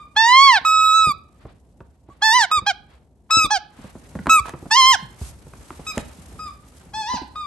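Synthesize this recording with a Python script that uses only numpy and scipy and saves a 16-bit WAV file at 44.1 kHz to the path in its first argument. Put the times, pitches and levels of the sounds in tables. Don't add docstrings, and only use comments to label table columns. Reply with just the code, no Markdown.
import sys
import numpy as np
from scipy import signal
from scipy.fft import rfft, irfft, next_fast_len
from scipy.io import wavfile
from scipy.ndimage import uniform_filter1d, minimum_filter1d, map_coordinates

SR = 44100
rng = np.random.default_rng(int(sys.argv[2]) if len(sys.argv) > 2 else 0)


def to_wav(s):
    ch = np.atleast_2d(s).T
    pcm = np.round(np.clip(ch, -1, 1) * 32767)
    wavfile.write(sys.argv[1], SR, pcm.astype(np.int16))


N = 328986

# (frequency [Hz], level [dB])
RUMBLE_COLOUR = [(20, -36), (35, -19), (55, 3), (75, 3.5), (100, -5.5), (150, -6), (250, -9.5), (450, -17),
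                 (900, -23), (2000, -65)]
# (frequency [Hz], level [dB])
FUR_COLOUR = [(150, -20.5), (300, -13), (600, -3), (1300, -5.5), (2500, -11), (4500, -17.5), (7000, -38),
              (12000, -59)]
# (frequency [Hz], level [dB])
CLOTH_COLOUR = [(2000, -8), (4500, -5.5), (8500, -1.5), (9500, -2.5), (10200, -14.5), (11300, 0.5),
                (12500, -23), (15000, -44.5)]
# (time [s], level [dB])
BUSTLE_LEVEL = [(0, -70.5), (3.7, -80.5), (4.05, -56.5), (4.6, -58.5), (5.4, -58.5), (5.75, -52.5),
                (6.35, -54.5), (6.62, -63), (6.8, -57), (7.1, -66)]
# (middle [s], half length [s], fur level [dB], cloth level [dB])
RUB_STROKES = [(1.47, 0.08, -58, -84.5), (2.148, 0.051, -62.5, -84.5), (2.939, .06, -60.5, -77.5),
               (3.835, 0.094, -51, -61.5), (4.478, 0.024, -41.5, -52), (5.259, 0.046, -57, -44.5),
               (5.984, 0.031, -45.5, -54)]
RUMBLE_DB, RUMBLE_FOLLOWS = -29, 0.33
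FUR_DB, CLOTH_DB = -2, -2

# (frequency [Hz], 60 dB decay time [s])
ROOM_DECAY = [(150, 0.39), (1000, 0.43), (4000, 0.41), (8000, 0.12), (14000, 0.05)]
# (time [s], left over right [dB], room send [dB])
TOY_PLACE = [(.05, -3, -7.5), (.14, -4, -25), (2.7, -4, -26.5), (3.35, 4.5, -21), (3.55, -6, -24.5),
             (4.35, -1, -24.5), (4.9, -5, -23), (5.9, -0.5, -11.5), (7.4, 3.5, -9.5)]
# (frequency [Hz], phase [rad])
STEREO_PHASE = [(300, 0.2), (1000, 0.7), (2000, 0.2), (2900, 1.25), (4500, 1.28), (6000, 1.35),
                (7500, 1.82), (8800, -7), (10200, -9.5), (13000, -0.5)]
# (frequency [Hz], share of the lean [0-1])
SHADE_SHARE = [(2000, 0.98), (2800, 0), (4500, 0.38), (6000, 0)]

# (time [s], relative knock level [dB], relative click level [dB])
TAP_EVENTS = [(1.454, -37.5, -75), (1.805, -34.5, -80), (4.153, -30.5, -48.5), (4.19, -22.5, -62.5),
              (4.259, -24, -50), (4.269, -7.5, -33), (4.456, -23.5, -45.5), (4.483, -24, -39),
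              (4.494, -25.5, -28.5), (4.537, -26, -59), (5.536, -30.5, -50), (5.705, -24.5, -66),
              (5.979, -27.5, -19)]
# (frequency [Hz], level [dB])
KNOCK_COLOUR = [(200, 4.5), (600, -7), (1000, 4), (1700, -6.5), (3000, -22.5), (5000, -30), (10000, -54)]
# (frequency [Hz], level [dB])
CLICK_COLOUR = [(2000, 11), (5000, -3.5), (9000, 3.5), (12000, -5), (14000, -47.5)]
KNOCK_T60_S = .02
# (time [s], relative thud level [dB], thud reference pitch [Hz], relative scuff level [dB])
BUMP_EVENTS = [(.61, -38, 260, -46), (1.069, -21.5, 153.5, -31.5), (1.09, -27.5, 200, -47),
               (1.451, -38, 70.7, -37.5), (1.806, -40, 74, -43.5), (2.086, -42, 109, -43),
               (2.574, -33.5, 108, -37), (2.62, -34, 207, -41.5), (3.368, -22.5, 103.7, -32),
               (3.443, -44, 76, -28), (3.788, -30, 208, -45), (3.841, -28, 193, -40),
               (3.952, -30, 210, -37.5), (4.152, -17.5, 176, -30), (4.191, -19.5, 193, -47),
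               (4.27, -14.5, 270, -27.5), (4.402, -19, 70.3, -49), (4.535, -36, 170, -32.5),
               (4.624, -40, 276, -37), (4.656, -49, 202, -35), (5.025, -24, 153, -68),
               (5.213, -13, 76.5, -38), (5.465, -40.5, 90.7, -42.5), (5.538, -37, 72.4, -51),
               (5.709, -31, 262, -45.5), (5.793, -35, 131, -38), (5.973, -18, 164, -21),
               (6.184, -29.5, 165, -80), (7.135, -21, 212, -32.5), (7.216, -26.5, 257, -40.5)]

# (start [s], end [s], held pitch [Hz], final sag [s], relative level [dB], low overtones [dB],
#  high overtones [dB], rasp per unit strain, grip band [Hz], grip gain [dB])
BITE_EVENTS = [(0.165, 0.588, 882.8, 0.13, -0.5, 0.5, -4.5, .2, 3460, 5),
               (2.222, 2.455, 880, .09, -2, 0.5, 2, 0.4, 2450, -13),
               (2.666, 2.717, 846, .037, 0, -3, -1, .1, 4240, 1),
               (3.507, 3.579, 874, .063, 0, -7, 1.5, 0.52, 1730, -5),
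               (4.711, 4.958, 903, .046, -3, 1, 7, .3, 2967, 7),
               (6.938, 7.186, 877.8, 0.053, -13.5, -7.5, -1, 1.05, 1764, -10.5)]
# (start [s], end [s], held pitch [Hz], final sag [s], relative level [dB], low overtones [dB],
#  high overtones [dB], rasp per unit strain, grip band [Hz], grip gain [dB])
RELEASE_EVENTS = [(0, 0.039, 1214, 0.027, -23.5, -1.5, -9, 0, 3600, -1),
                  (.65, 1.122, 1282, .13, 0, 0.5, -2, 0.69, 5200, -3.5),
                  (2.1, 2.13, 1126, .01, -29, -11, -7, 0, 2240, -2),
                  (2.514, 2.594, 1264, .065, 0.5, 2, 1, .1, 3800, 4.5),
                  (3.307, 3.465, 1293, .045, -2.5, 7.5, 7, 1, 5410, 9),
                  (4.295, 4.4, 1297, .085, 3.5, 2.5, 4.5, .2, 2490, 13),
                  (5.867, 5.923, 1276, .025, -19.5, 13.5, 13.5, 1, 2710, 4),
                  (6.392, 6.497, 1261, 0.087, -16, -3.5, -6, .1, 4990, 11),
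                  (7.357, 7.467, 1243, 0.12, -13.5, -2.5, -10, 0.013, 2430, -6.5)]
# (middle [s], rise time [s], pitch change [Hz])
JAW_PUSHES = [(.318, .285, 232.5), (0.944, .04, 22.5), (1.0, 0.029, -13), (2.336, 0.058, 137),
              (3.359, 0.036, 20.5), (3.398, .03, -45), (4.756, 0.059, 162), (4.808, 0.045, -33.5),
              (4.86, .05, 22), (7.015, 0.04, -37.5), (7.083, .062, 177)]
# (frequency [Hz], gain [dB])
BITE_RESONANCE = [(1500, 6.5), (2100, 0), (2600, -9.5), (3200, 0), (3800, -4.5), (4400, -3.5), (5300, -4),
                  (6300, -7.5), (7200, -16), (8300, -17), (9400, -23), (10100, -33), (11200, -23.5),
                  (13000, -42)]
# (frequency [Hz], gain [dB])
RELEASE_RESONANCE = [(2200, 2), (2600, 2.5), (3500, -3.5), (3900, 3.5), (4800, -8), (5250, 0),
                     (5900, -20.5), (6500, -7), (7800, -4.5), (8600, -4), (9100, -29.5), (10200, -35),
                     (11600, -16), (13500, -39)]
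# (pitch [Hz], fundamental [dB], low overtones [dB], high overtones [dB])
BITE_LEVELS = [(660, -24, -7.5, -24), (772, -24.5, 7, -7), (913, -15, -0.5, -10.5), (944, -18, -2.5, -8),
               (1030, -11.5, -4, -14.5)]
# (pitch [Hz], fundamental [dB], low overtones [dB], high overtones [dB])
RELEASE_LEVELS = [(1090, -22.5, -13.5, -17), (1288.6, -16.5, -9.5, -18.5), (1340.6, -11.5, -6.5, -14)]
SCOOP_HZ = 57
STRAIN_HZ = 170
CALM_ROUGHNESS = 0.091
GRIP_OCTAVES = 0.1
REED_SMOOTHING_S = .015
TOP_HZ = 15800


def amp(db):
    return 10 ** (np.asarray(db) / 20)


def unit(x):
    return x / np.sqrt(np.mean(x ** 2) + 1e-20)


def along(points, hz):
    f, v = np.transpose(points)
    return np.interp(np.log(hz + 1), np.log(f + 1), v)


def curves(rows, t):
    s, *cols = np.transpose(rows)
    return [np.interp(t, s, c) for c in cols]


def wobble(rate, size):
    knots = rng.standard_normal(int(size * rate / SR) + 4)
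    return map_coordinates(knots, [np.arange(size) * rate / SR])


def filtered(x, response):
    n = x.shape[-1]
    m = next_fast_len(n + SR // 8)
    return irfft(rfft(x, m) * response(np.fft.rfftfreq(m, 1 / SR)), m)[..., :n]


def noise(colour, size):
    return unit(filtered(rng.standard_normal(size), lambda hz: amp(along(colour, hz))))


def add(track, s, sound):
    start = max(round(s * SR), 0)
    part = sound[:N - start]
    track[start:start + len(part)] += part


def wide_noise(colour, side_db):
    side = noise(colour, N) * [[1], [-1]]
    return unit(noise(colour, N) + amp(side_db) * side)


def movement():
    t = np.arange(N) / SR
    bustle_db, = curves(BUSTLE_LEVEL, t)
    fur_level, cloth_level = amp(bustle_db + FUR_DB), amp(bustle_db + CLOTH_DB)
    for s, half_s, fur_db, cloth_db in RUB_STROKES:
        stroke = np.exp(-((t - s) / half_s) ** 2)
        fur_level = fur_level + amp(fur_db) * stroke
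        cloth_level = cloth_level + amp(cloth_db) * stroke
    tremor_db = 1.5 * wobble(14, N)
    rumble_level = amp(RUMBLE_DB + RUMBLE_FOLLOWS * bustle_db + tremor_db)
    rumble = rumble_level * wide_noise(RUMBLE_COLOUR, side_db=-14)
    fur = fur_level * amp(2.5 * wobble(52, N)) * wide_noise(FUR_COLOUR, side_db=-2.5)
    cloth = cloth_level * amp(2.9 * wobble(130, N)) * wide_noise(CLOTH_COLOUR, side_db=-2)
    return rumble + fur + cloth


def room(x):
    hz, t, z = signal.stft(rng.standard_normal((2, SR)), SR, nperseg=256)
    decay = amp(-60 * t / along(ROOM_DECAY, hz)[:, None])
    tail = signal.istft(z * decay, SR, nperseg=256)[1]
    mid, side = np.pad(tail / np.linalg.norm(tail[0]), ((0, 0), (SR // 200, 0)))
    tails = np.array([mid + 0.18 * side, mid - 1.4 * side])
    return signal.fftconvolve(x[None], tails, axes=1)[:, :N]


def nearby(x, echo_db, longest_s, count):
    delays = rng.uniform(.001, longest_s, (count, 2, 1))
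    strength = [(300, 0.12), (2500, 0.73), (7000, 1.0), (9500, .1)]  # (frequency [Hz], share)

    def response(hz):
        ripple = sum(np.exp(-2j * np.pi * hz * d) for d in delays) / np.sqrt(count)
        return 1 + amp(echo_db) * ripple * along(strength, hz)

    return filtered(x, response)


def taps():
    out, t = np.zeros(N), np.arange(SR // 16) / SR
    for s, knock_db, click_db in TAP_EVENTS:
        knock = noise(KNOCK_COLOUR, len(t)) * (1 - np.exp(-t / 0.00025))
        knock = knock * amp(knock_db - 1.5 - 60 * t / KNOCK_T60_S)
        click = noise(CLICK_COLOUR, len(t)) * amp(click_db + 2 - 60 * t / 0.0085)
        add(out, s, knock + click)
    return out


def bumps():
    out, t = np.zeros(N), np.arange(SR // 4) / SR
    # (frequency [Hz], level [dB])
    scuff_colour = [(60, 10), (250, 3), (600, -3.5), (1200, -14.0), (3000, -42.5), (8000, -60.0)]
    for s, thud_db, hz, scuff_db in BUMP_EVENTS:
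        pitch = hz * (.75 + 0.72 * np.exp(-t / 0.012))
        phase = 2 * np.pi * np.cumsum(pitch) / SR
        thud = np.sin(phase) * (1 - np.exp(-t / 0.0038)) * amp(-60 * t / 0.088)
        scuff = noise(scuff_colour, len(t)) * (1 - np.exp(-t / 0.0013)) * amp(-60 * t / 0.074)
        add(out, s, amp(thud_db - 2.0) * thud + amp(scuff_db + 7) * scuff)
    return out


def airflow(t, start, end, held_hz, sag_s, stall_hz, scoop_s, sag_power):
    pushed_hz = 0
    for s, rise_s, change_hz in JAW_PUSHES:
        if start < s < end:
            progress = np.clip((t - s) / rise_s + .5, 0, 1)
            pushed_hz = pushed_hz + change_hz * np.sin(np.pi / 2 * progress) ** 2
    pitch = held_hz + pushed_hz - SCOOP_HZ * np.exp(-np.maximum(t - start, 0) / scoop_s)
    sag = np.clip(1 - (end - t) / sag_s, 0, 1) ** sag_power
    strain = np.clip(pushed_hz / STRAIN_HZ, 0, 1) + np.sqrt(sag)
    return pitch + (stall_hz - pitch) * sag, strain


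def normalized(gains):
    return gains / np.sqrt(np.sum(gains ** 2, axis=0) + 1e-12)


def squeak(row, response, colour, high_hz, jitter, waver, flutter_db, split_db, air_db, attack_s, **flow):
    start, end, held_hz, sag_s, level_db, low_gain_db, high_gain_db, rasp, grip_hz, grip_db = row
    t = np.arange(max(start - .015, 0), end + .02, 1 / SR)
    n = len(t)
    pitch, strain = airflow(t, start, end, held_hz, sag_s, **flow)
    levels = np.array(curves(response, pitch))
    db, low_db, high_db = uniform_filter1d(levels, size=round(REED_SMOOTHING_S * SR), axis=1)
    db, low_db, high_db = db + level_db, low_db + low_gain_db, high_db + high_gain_db
    rough = np.clip(CALM_ROUGHNESS + rasp * strain, 0, 1.5)

    pitch = pitch * (1 + jitter * rough * wobble(900, n) + waver * wobble(40, n))
    phase = 2 * np.pi * np.cumsum(pitch) / SR
    k = np.arange(2, 16)[:, None]
    overtone_hz = k * pitch

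    flutter = flutter_db * (1.0 + rough) * np.array([wobble(25.5, n) for _ in k])
    grip = grip_db * np.exp(-(np.log2(overtone_hz / grip_hz) / GRIP_OCTAVES) ** 2)
    gains = amp(along(colour, overtone_hz) + grip + flutter)
    high = np.clip((overtone_hz - high_hz) / 400 + .5, 0, 1)
    gains = amp(low_db) * normalized(gains * (1 - high)) + amp(high_db) * normalized(gains * high)
    overtones = np.sum(gains * np.sin(k * phase - k ** 2 / np.sqrt(2)), axis=0)

    split = amp(split_db + 6 * wobble(42, n)) * rough
    overtones = overtones * (1 + split * np.sin(phase / 2 + 1.6 * wobble(150, n)))

    air = noise([(500, -35), (900, -24), (2000, -10.0), (3500, -3.5), (6000, -6), (9000, -10.5),
                 (13000, -30.5)], n)
    air = air * (1 + np.cos(phase)) * rough ** 1.5 * amp(air_db + low_db)
    catch = (1 + np.tanh((t - start) / attack_s)) / 2
    stall = (1 + np.tanh((end - t) / .004)) / 2
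    chiff = noise([(300, -29.5), (1100, 7), (1700, -7), (5000, -22), (12000, -47.5)], n)
    chiff = chiff * np.exp(-abs(t - start) / .004) * amp(-7.5)
    tone = np.sqrt(2) * (np.sin(phase) + overtones)
    return t[0], amp(db) * (catch * stall * (tone + air) + chiff)


def toy():
    out = np.zeros(N)
    buzzy = dict(jitter=.007, waver=.003, split_db=-21, air_db=-27, flutter_db=2.2, attack_s=.0025)
    clean = dict(jitter=.003, waver=.002, split_db=-60, air_db=-37, flutter_db=3, attack_s=.001)
    for row in BITE_EVENTS:
        add(out, *squeak(row, BITE_LEVELS, BITE_RESONANCE, high_hz=4760,
                         stall_hz=706, scoop_s=.012, sag_power=1.5, **buzzy))
    for row in RELEASE_EVENTS:
        add(out, *squeak(row, RELEASE_LEVELS, RELEASE_RESONANCE, high_hz=5700,
                         stall_hz=1131.6, scoop_s=0.0022, sag_power=2.9, **clean))
    return out


def scene():
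    pan_db, send_db = curves(TOY_PLACE, np.arange(N) / SR)
    squeaks, knocks = toy(), bumps() + taps()
    lean = squeaks * (amp(np.array([pan_db, -pan_db]) / 2) - 1)
    direct = squeaks + filtered(lean, lambda hz: along(SHADE_SHARE, hz))
    direct = direct / np.sqrt(1 + amp(2 * send_db))
    halves = np.array([[.5], [-.5]])
    direct = filtered(direct, lambda hz: np.exp(1j * along(STEREO_PHASE, hz) * halves))
    direct = nearby(direct, echo_db=-9, longest_s=.014, count=6)
    reverberant = room(squeaks * amp(send_db) + amp(-16.0) * knocks)
    return direct + knocks * amp([[-.5], [.5]]) + reverberant + movement()


def record(dry):
    low_cut = signal.sosfilt(signal.butter(3, 38, "highpass", fs=SR, output="sos"), dry)
    needed = 1 / np.maximum(np.abs(low_cut).max(axis=0), 1)
    gain = uniform_filter1d(minimum_filter1d(needed, size=SR // 100), size=SR // 100)
    treble = [(11500, 1.5), (13500, -9.0)]  # (frequency [Hz], gain [dB])
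    return filtered(low_cut * gain, lambda hz: amp(along(treble, hz)) * (hz < TOP_HZ))


dry = scene()
out = record(dry)
to_wav(out)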